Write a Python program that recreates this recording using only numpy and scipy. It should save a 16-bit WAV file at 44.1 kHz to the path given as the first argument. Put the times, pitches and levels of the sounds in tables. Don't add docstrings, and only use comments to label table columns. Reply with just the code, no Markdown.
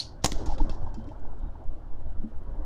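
import sys
import numpy as np
from scipy import signal
from scipy.fft import rfft, irfft, next_fast_len
from scipy.io import wavfile
from scipy.ndimage import uniform_filter1d, map_coordinates

SR = 44100
rng = np.random.default_rng(int(sys.argv[2]) if len(sys.argv) > 2 else 0)


def master(y):
    cut = np.clip(np.atleast_2d(y).T, -1, 1)
    pcm = np.round(cut * 32767)
    wavfile.write(sys.argv[1], SR, pcm.astype(np.int16))


N = 116865
T = np.arange(N) / SR

# freq_hz, t60_s
GARDEN_DECAY = [(500, 0.32), (3000, 0.15), (6000, 0.32), (10000, 0.13), (15000, 0.36)]


def amp(db):
    return 10 ** (np.asarray(db) / 20)


def unit_rms(x):
    return x / np.sqrt(np.mean(x ** 2) + 1e-20)


def log_interp(points, hz):
    freqs_hz, values = np.transpose(points)
    return np.interp(np.log(hz + 1), np.log(freqs_hz + 1), values)


def bell(hz, centre_hz, width_oct):
    return np.exp(-(np.log2((hz + 1) / centre_hz) / width_oct) ** 2)


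def wobble(rate_hz, size=N):
    return map_coordinates(rng.standard_normal(int(size * rate_hz / SR) + 4), [T[:size] * rate_hz])


def filtered(x, response):
    n_fft = next_fast_len(len(x) + 8192)
    return irfft(rfft(x, n_fft) * response(np.fft.rfftfreq(n_fft, 1 / SR)), n_fft)[:len(x)]


def noise(spectrum, size=N):
    return unit_rms(filtered(rng.standard_normal(size), lambda hz: amp(log_interp(spectrum, hz))))


def patchy(x, depth_db):
    bins = signal.stft(x, nperseg=1024)[2]
    field = uniform_filter1d(rng.standard_normal(bins.shape), size=5, axis=0)
    field = unit_rms(uniform_filter1d(field, size=5, axis=1))
    return unit_rms(signal.istft(bins * amp(depth_db * field), nperseg=1024)[1][:N])


def reverb_tail(decay):
    hz, t, bins = signal.stft(rng.standard_normal(SR // 2), SR, nperseg=256)
    x = signal.istft(bins * amp(-60 * t / log_interp(decay, hz)[:, None]), SR, nperseg=256)[1]
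    return x / np.linalg.norm(x)


def add(track, start_s, x):
    part = track[max(round(start_s * SR), 0):][:len(x)]
    part += x[:len(part)]


def hiss():
    # freq_hz, gain_db
    spectrum = [(1180, -33.5), (2000, -5), (2500, -6.5), (2980, -2), (3600, -5.5), (14700, -24),
                (15800, -32)]
    return amp(-77.5 + 0.88 * wobble(30)) * noise(spectrum)


def drone():
    # time_s, gain_db
    contour = [(0.0, -55.5), (0.29, -53), (0.41, -45.5), (0.52, -44.5), (1.01, -52), (1.76, -55.5),
               (2.23, -55), (2.39, -52), (2.62, -50.5)]
    # freq_hz, gain_db
    spectrum = [(35, -23.5), (60, 1), (120, -8.5), (199, -17.5), (229, -10.5), (264, -12), (304, -10.5),
                (481, -20), (546, -14.5), (649, -17.5), (890, -20), (1220, -29.5), (1470, -29.5),
                (1590, -32.5), (2600, -56.5), (3380, -78.5), (5720, -120)]
    hum_hz, hum_width_hz, hum_db = 113.1, 8, -55.5
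    level = amp(np.interp(T, *np.transpose(contour)) + 7.5)
    rush = patchy(amp(1.4 * wobble(44.85)) * noise(spectrum), depth_db=2.5)
    hum = filtered(rng.standard_normal(N), lambda hz: np.exp(-((hz - hum_hz) / hum_width_hz) ** 2))
    return level * rush + amp(hum_db) * unit_rms(hum)


def wind():
    # time_s, level_db
    gusts = [(0, -55), (.12, -38), (.2, -38), (.3, -28), (.5, -28), (.8, -28.5), (1, -27.5), (1.15, -36.5),
             (1.35, -34), (1.5, -29), (1.58, -45), (1.66, -30), (1.8, -33.5), (2, -31.5), (2.2, -31),
             (2.28, -46), (2.38, -32), (2.65, -29.5)]
    # freq_hz, gain_db
    spectrum = [(1.8, -32), (3.0, 0), (19, -2.5), (29, -9), (43, -10.5), (82, -22), (136, -40.5),
                (200, -39.5), (260, -73.5), (440, -120)]
    rumble = unit_rms(amp(1.6 * wobble(9)) * noise(spectrum))
    return amp(np.interp(T, *np.transpose(gusts))) * rumble


def far_birds():
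    # start_s, length_s, start_hz, mid_hz, end_hz, level_db
    calls = [(0.982, 0.076, 3030, 3110, 3135, -72.5), (1.397, 0.036, 3475, 3740, 3444, -77.5),
             (1.438, .055, 3400, 3830, 3426, -80.5), (2.078, 0.082, 3050, 2990, 2750, -78.5),
             (2.166, 0.098, 2960, 3060, 3000, -82.5)]
    out = np.zeros(N)
    for start_s, length_s, start_hz, mid_hz, end_hz, level_db in calls:
        u = np.linspace(-1, 1, int(length_s * SR))
        pitch_hz = mid_hz + (end_hz - start_hz) * u / 2 + ((start_hz + end_hz) / 2 - mid_hz) * u * u
        tone = np.sin(2 * np.pi * np.cumsum(pitch_hz) / SR)
        add(out, start_s, amp(level_db) * np.sqrt(1 - u * u) * tone)
    direct = out * amp(5.7 * wobble(250))
    return direct + 0.86 * signal.fftconvolve(out, reverb_tail(GARDEN_DECAY))[:N]


def chirp():
    # time_s, pitch_hz, level_db
    contour = [(0, 3530, -34), (.002, 4150, -25.5), (.005, 4400, -31.5), (.008, 4220, -28.5),
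               (0.009, 3620, -59)]
    # freq_hz, gain_db
    echo_spectrum = [(1200, -32), (2000, -22.5), (3000, -13.5), (3900, -11), (4450, -2), (5000, -9),
                     (6500, -12.5), (7600, -25), (9600, -21), (13000, -49)]
    # freq_hz, t60_s
    echo_decay = [(2500, 0.17), (4400, 0.26), (6000, .22), (10000, 0.18)]
    roughness, overtone_db, echo_db = 0.69, -23.5, -38
    time_s, pitch_hz, level_db = np.transpose(contour)
    phase = 2 * np.pi * np.cumsum(np.interp(T, time_s, pitch_hz)) / SR
    envelope = amp(np.interp(T, time_s, level_db, right=-140)) * (1 + roughness * wobble(900))
    out = envelope * (np.sin(phase) + amp(overtone_db) * np.sin(2.2 * phase))
    echo = filtered(reverb_tail(echo_decay), lambda hz: amp(log_interp(echo_spectrum, hz)))
    echo /= np.std(echo[:SR // 50])
    add(out, 0, amp(echo_db) * echo * amp(1.2 * wobble(400, len(echo))))
    return out


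def feeder_knocks():
    # start_s, level_db, centre_hz
    knocks = [(0.243, -31, 286), (.321, -35, 313), (0.478, -49, 305), (.604, -27, 330), (.635, -31, 280),
              (0.973, -33, 226), (1.074, -40, 305), (2.194, -41, 283), (2.235, -28, 225),
              (2.588, -40.5, 330)]
    # freq_hz, gain_db, t60_s
    plank_modes = [(113.7, -1, 0.11), (221.5, 0.5, 0.17), (301.4, 4.5, 0.11), (390, -10, 0.073),
                   (643, -11, 0.026)]
    rise_s = 0.0042
    out, t = np.zeros(N), T[:SR // 4]
    for start_s, level_db, centre_hz in knocks:
        ring = np.zeros(len(t))
        for hz, gain_db, t60_s in plank_modes:
            decay = amp(gain_db + rng.normal(0, 1.4) - 60 * t / t60_s)
            ring += bell(hz, centre_hz, width_oct=0.45) * decay * np.sin(2 * np.pi * hz * t)
        add(out, start_s, amp(level_db) * ring * (1 - np.exp(-t / rise_s)))
    return out


def air_puffs():
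    # peak_s, level_db, half_length_s
    puffs = [(0.367, -14, 0.018), (0.494, -13, 0.023), (0.613, -9.5, .014), (0.711, -18, 0.017),
             (0.812, -21, 0.017), (0.957, -25, 0.016), (1.251, -20, 0.051), (1.685, -19, 0.0241),
             (1.923, -24.5, 0.054), (2.063, -19.5, 0.029), (2.193, -17.5, 0.019)]
    out = np.zeros(N)
    for peak_s, level_db, half_length_s in puffs:
        u = (T - peak_s) / half_length_s
        push = np.exp(-2 * abs(u) ** 1.51)
        suction = 0.6 * np.exp(-(u - 1.71) ** 2)
        out += amp(level_db) * (push - suction)
    return out


def feather_swishes():
    # peak_s, level_db
    strokes = [(.232, -56.5), (.275, -69), (.3, -57), (.345, -55.5), (.385, -56), (0.422, -61.5),
               (0.468, -54), (0.509, -56.5), (.54, -62.5), (.605, -56.5), (.655, -68.5), (0.713, -60),
               (0.744, -69.5), (0.776, -75.5), (.82, -71), (0.869, -71), (.96, -73), (0.994, -75.5),
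               (1.074, -71), (1.12, -76), (1.25, -80.5)]
    # freq_hz, gain_db
    spectrum = [(700, -29.5), (1200, -4), (2000, -3.5), (2500, -5.5), (3200, 1), (5500, 3), (7000, -5.5),
                (9000, -16), (14000, -33)]
    rise_s, fall_s = 0.0075, 0.035
    envelope = np.zeros(N)
    for peak_s, level_db in strokes:
        width_s = np.where(T < peak_s, rise_s, fall_s)
        envelope += amp(level_db) * np.exp(-((T - peak_s) / width_s) ** 2)
    return envelope * amp(1.2 * wobble(130)) * patchy(noise(spectrum), depth_db=1.1)


def feather_whistles():
    # time_s, level_db, pitch_hz, length_s
    whistles = [(0.36, -37, 653, 0.015), (0.494, -35, 836, 0.02), (0.513, -32, 854, 0.013),
                (0.522, -29.5, 820, 0.012), (0.599, -28, 870, 0.017), (0.728, -34.5, 766, 0.012),
                (0.749, -36.5, 673, 0.0098), (0.842, -45, 840, 0.011), (0.865, -33.5, 897, 0.018),
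                (0.939, -46, 800, 0.013), (0.996, -43, 863, 0.012), (1.115, -40.5, 861, 0.013),
                (1.252, -41, 766, 0.0072), (1.33, -43, 766, 0.012), (1.551, -43, 895, 0.017)]
    out = np.zeros(N)
    for time_s, level_db, pitch_hz, length_s in whistles:
        t = T[:int(length_s * SR)]
        flutter = 0.9 + 0.43 * wobble(319, len(t))
        tone = np.sin(2 * np.pi * (pitch_hz * t + rng.random()))
        add(out, time_s - 0.002, amp(level_db) * np.hanning(len(t)) * flutter * tone)
    return out


def wing_thumps():
    # start_s, level_db, length_s
    thumps = [(.2442, -14, 0.0047), (0.26, -22.5, 0.0042), (0.3214, -23, 0.0026), (0.695, -27, 0.0022)]
    out = np.zeros(N)
    for start_s, level_db, length_s in thumps:
        add(out, start_s, -amp(level_db) * np.hanning(int(length_s * SR) + 2))
    return out


def wing_slaps():
    # start_s, peak_db, centre_hz, low_db, decay_s, tilt_db_per_oct, ring_db
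    hits = [(0.2385, -26, 6050, -4, 0.01, -4, -40), (.2441, -6.5, 3830, -1, 0.0018, 0, -36),
            (0.2477, -15.5, 5240, 1, 0.0033, 0.5, -38), (0.2587, -12.5, 6900, -4.5, 0.0029, -2, -40),
            (0.29, -40.5, 5040, 1, 0.0049, -3.5, -37), (0.3193, -21, 3960, -6.5, 0.002, -9.5, -35),
            (0.329, -34.5, 4040, -14, 0.0017, -2, -41), (0.459, -38.5, 6500, -11, 0.0077, -3, -30),
            (0.5803, -37.5, 3870, -3, 0.0066, -15.5, -4.5), (0.6953, -35, 3300, 3.5, 0.0018, -8.5, -7),
            (0.942, -46, 5600, -3, 0.0027, -1, -3), (1.0411, -53.5, 4200, 5.5, .004, -4, -10),
            (1.089, -52.5, 2600, -9, .003, -13, -4), (1.195, -63, 7060, -12, .005, -1.5, -17),
            (1.3904, -64, 7500, -11, .005, -1, -20), (1.639, -61.5, 4500, -9, .004, 3, -19.5),
            (2.275, -68.5, 7930, -18, .002, 5, -40), (2.395, -68.5, 12000, -22, 0.0021, 5.5, -37.5),
            (2.437, -66, 11920, -18, 0.0019, 5.5, -38), (2.555, -67, 11000, -21, .002, 0, -41),
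            (2.595, -61.5, 12000, -20, .002, 3, -37.5)]
    # freq_hz, gain_db
    bright_spectrum = [(900, -40.5), (1700, -6), (1900, -2), (2740, -9.5), (3330, -4.5), (4000, -7),
                       (6800, -2.5), (8300, -9), (10000, -10.5), (12200, -18.5), (13400, -27.5),
                       (15000, -17.5), (15800, -20), (17000, -41)]
    # freq_hz, gain_db
    low_spectrum = [(53, -29), (90, -2.5), (162, -11.5), (571, -1), (1090, -1), (1230, -5), (1500, -20.5),
                    (1950, -49.5), (3300, -120)]
    # freq_hz, gain_db, t60_s
    dish_modes = [(2650, 3, 0.041), (3142, -6, .08), (4330, -7.5, .05), (4750, 1.5, 0.05),
                  (5400, -8.5, 0.1), (5800, -8.5, .04), (5740, -9, .04), (7000, -1.5, 0.04),
                  (7600, -5, 0.036), (9300, -3, .05)]
    emphasis_db, rattle_db, echo_db, echo_delay_s = 9.5, 3.5, -13.5, 0.004
    out, t = np.zeros(N), T[:SR // 8]
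    for start_s, peak_db, centre_hz, low_db, decay_s, tilt_db_per_oct, ring_db in hits:
        def colour(hz):
            treble_db = tilt_db_per_oct * np.log2(1 + hz / 5000)
            return amp(emphasis_db * bell(hz, centre_hz, width_oct=0.24) + treble_db)

        u = t / decay_s
        bright = unit_rms(filtered(noise(bright_spectrum, len(t)), colour))
        low = amp(low_db) * noise(low_spectrum, len(t))
        slap = np.exp(-u) * (1 - np.exp(-u / 0.14)) * (bright + low)
        for hz, gain_db, t60_s in dish_modes:
            envelope = amp(ring_db + gain_db + rng.normal(0, 3.6) - 60 * t / t60_s) * (1 - np.exp(-u))
            rattle = amp(rattle_db * wobble(130, len(t)))
            slap += bell(hz, centre_hz, width_oct=1) * envelope * rattle * np.sin(2 * np.pi * hz * t)
        slap *= amp(peak_db) / np.abs(slap).max()
        echo = signal.fftconvolve(slap, reverb_tail(GARDEN_DECAY))
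        add(out, start_s, slap)
        add(out, start_s + echo_delay_s, amp(echo_db) * echo)
    return out


def scene():
    doves = wing_slaps() + wing_thumps() + air_puffs() + feather_whistles() + feather_swishes()
    return (doves + feeder_knocks() + chirp() + far_birds() + wind() + drone() + hiss())[None]


def record(dry):
    stop_hz, slope_width_hz = 15910, 500
    return filtered(dry[0], lambda hz: np.clip((stop_hz - hz) / slope_width_hz, 0, 1) ** 2)[None]


dry = scene()
out = record(dry)
master(out)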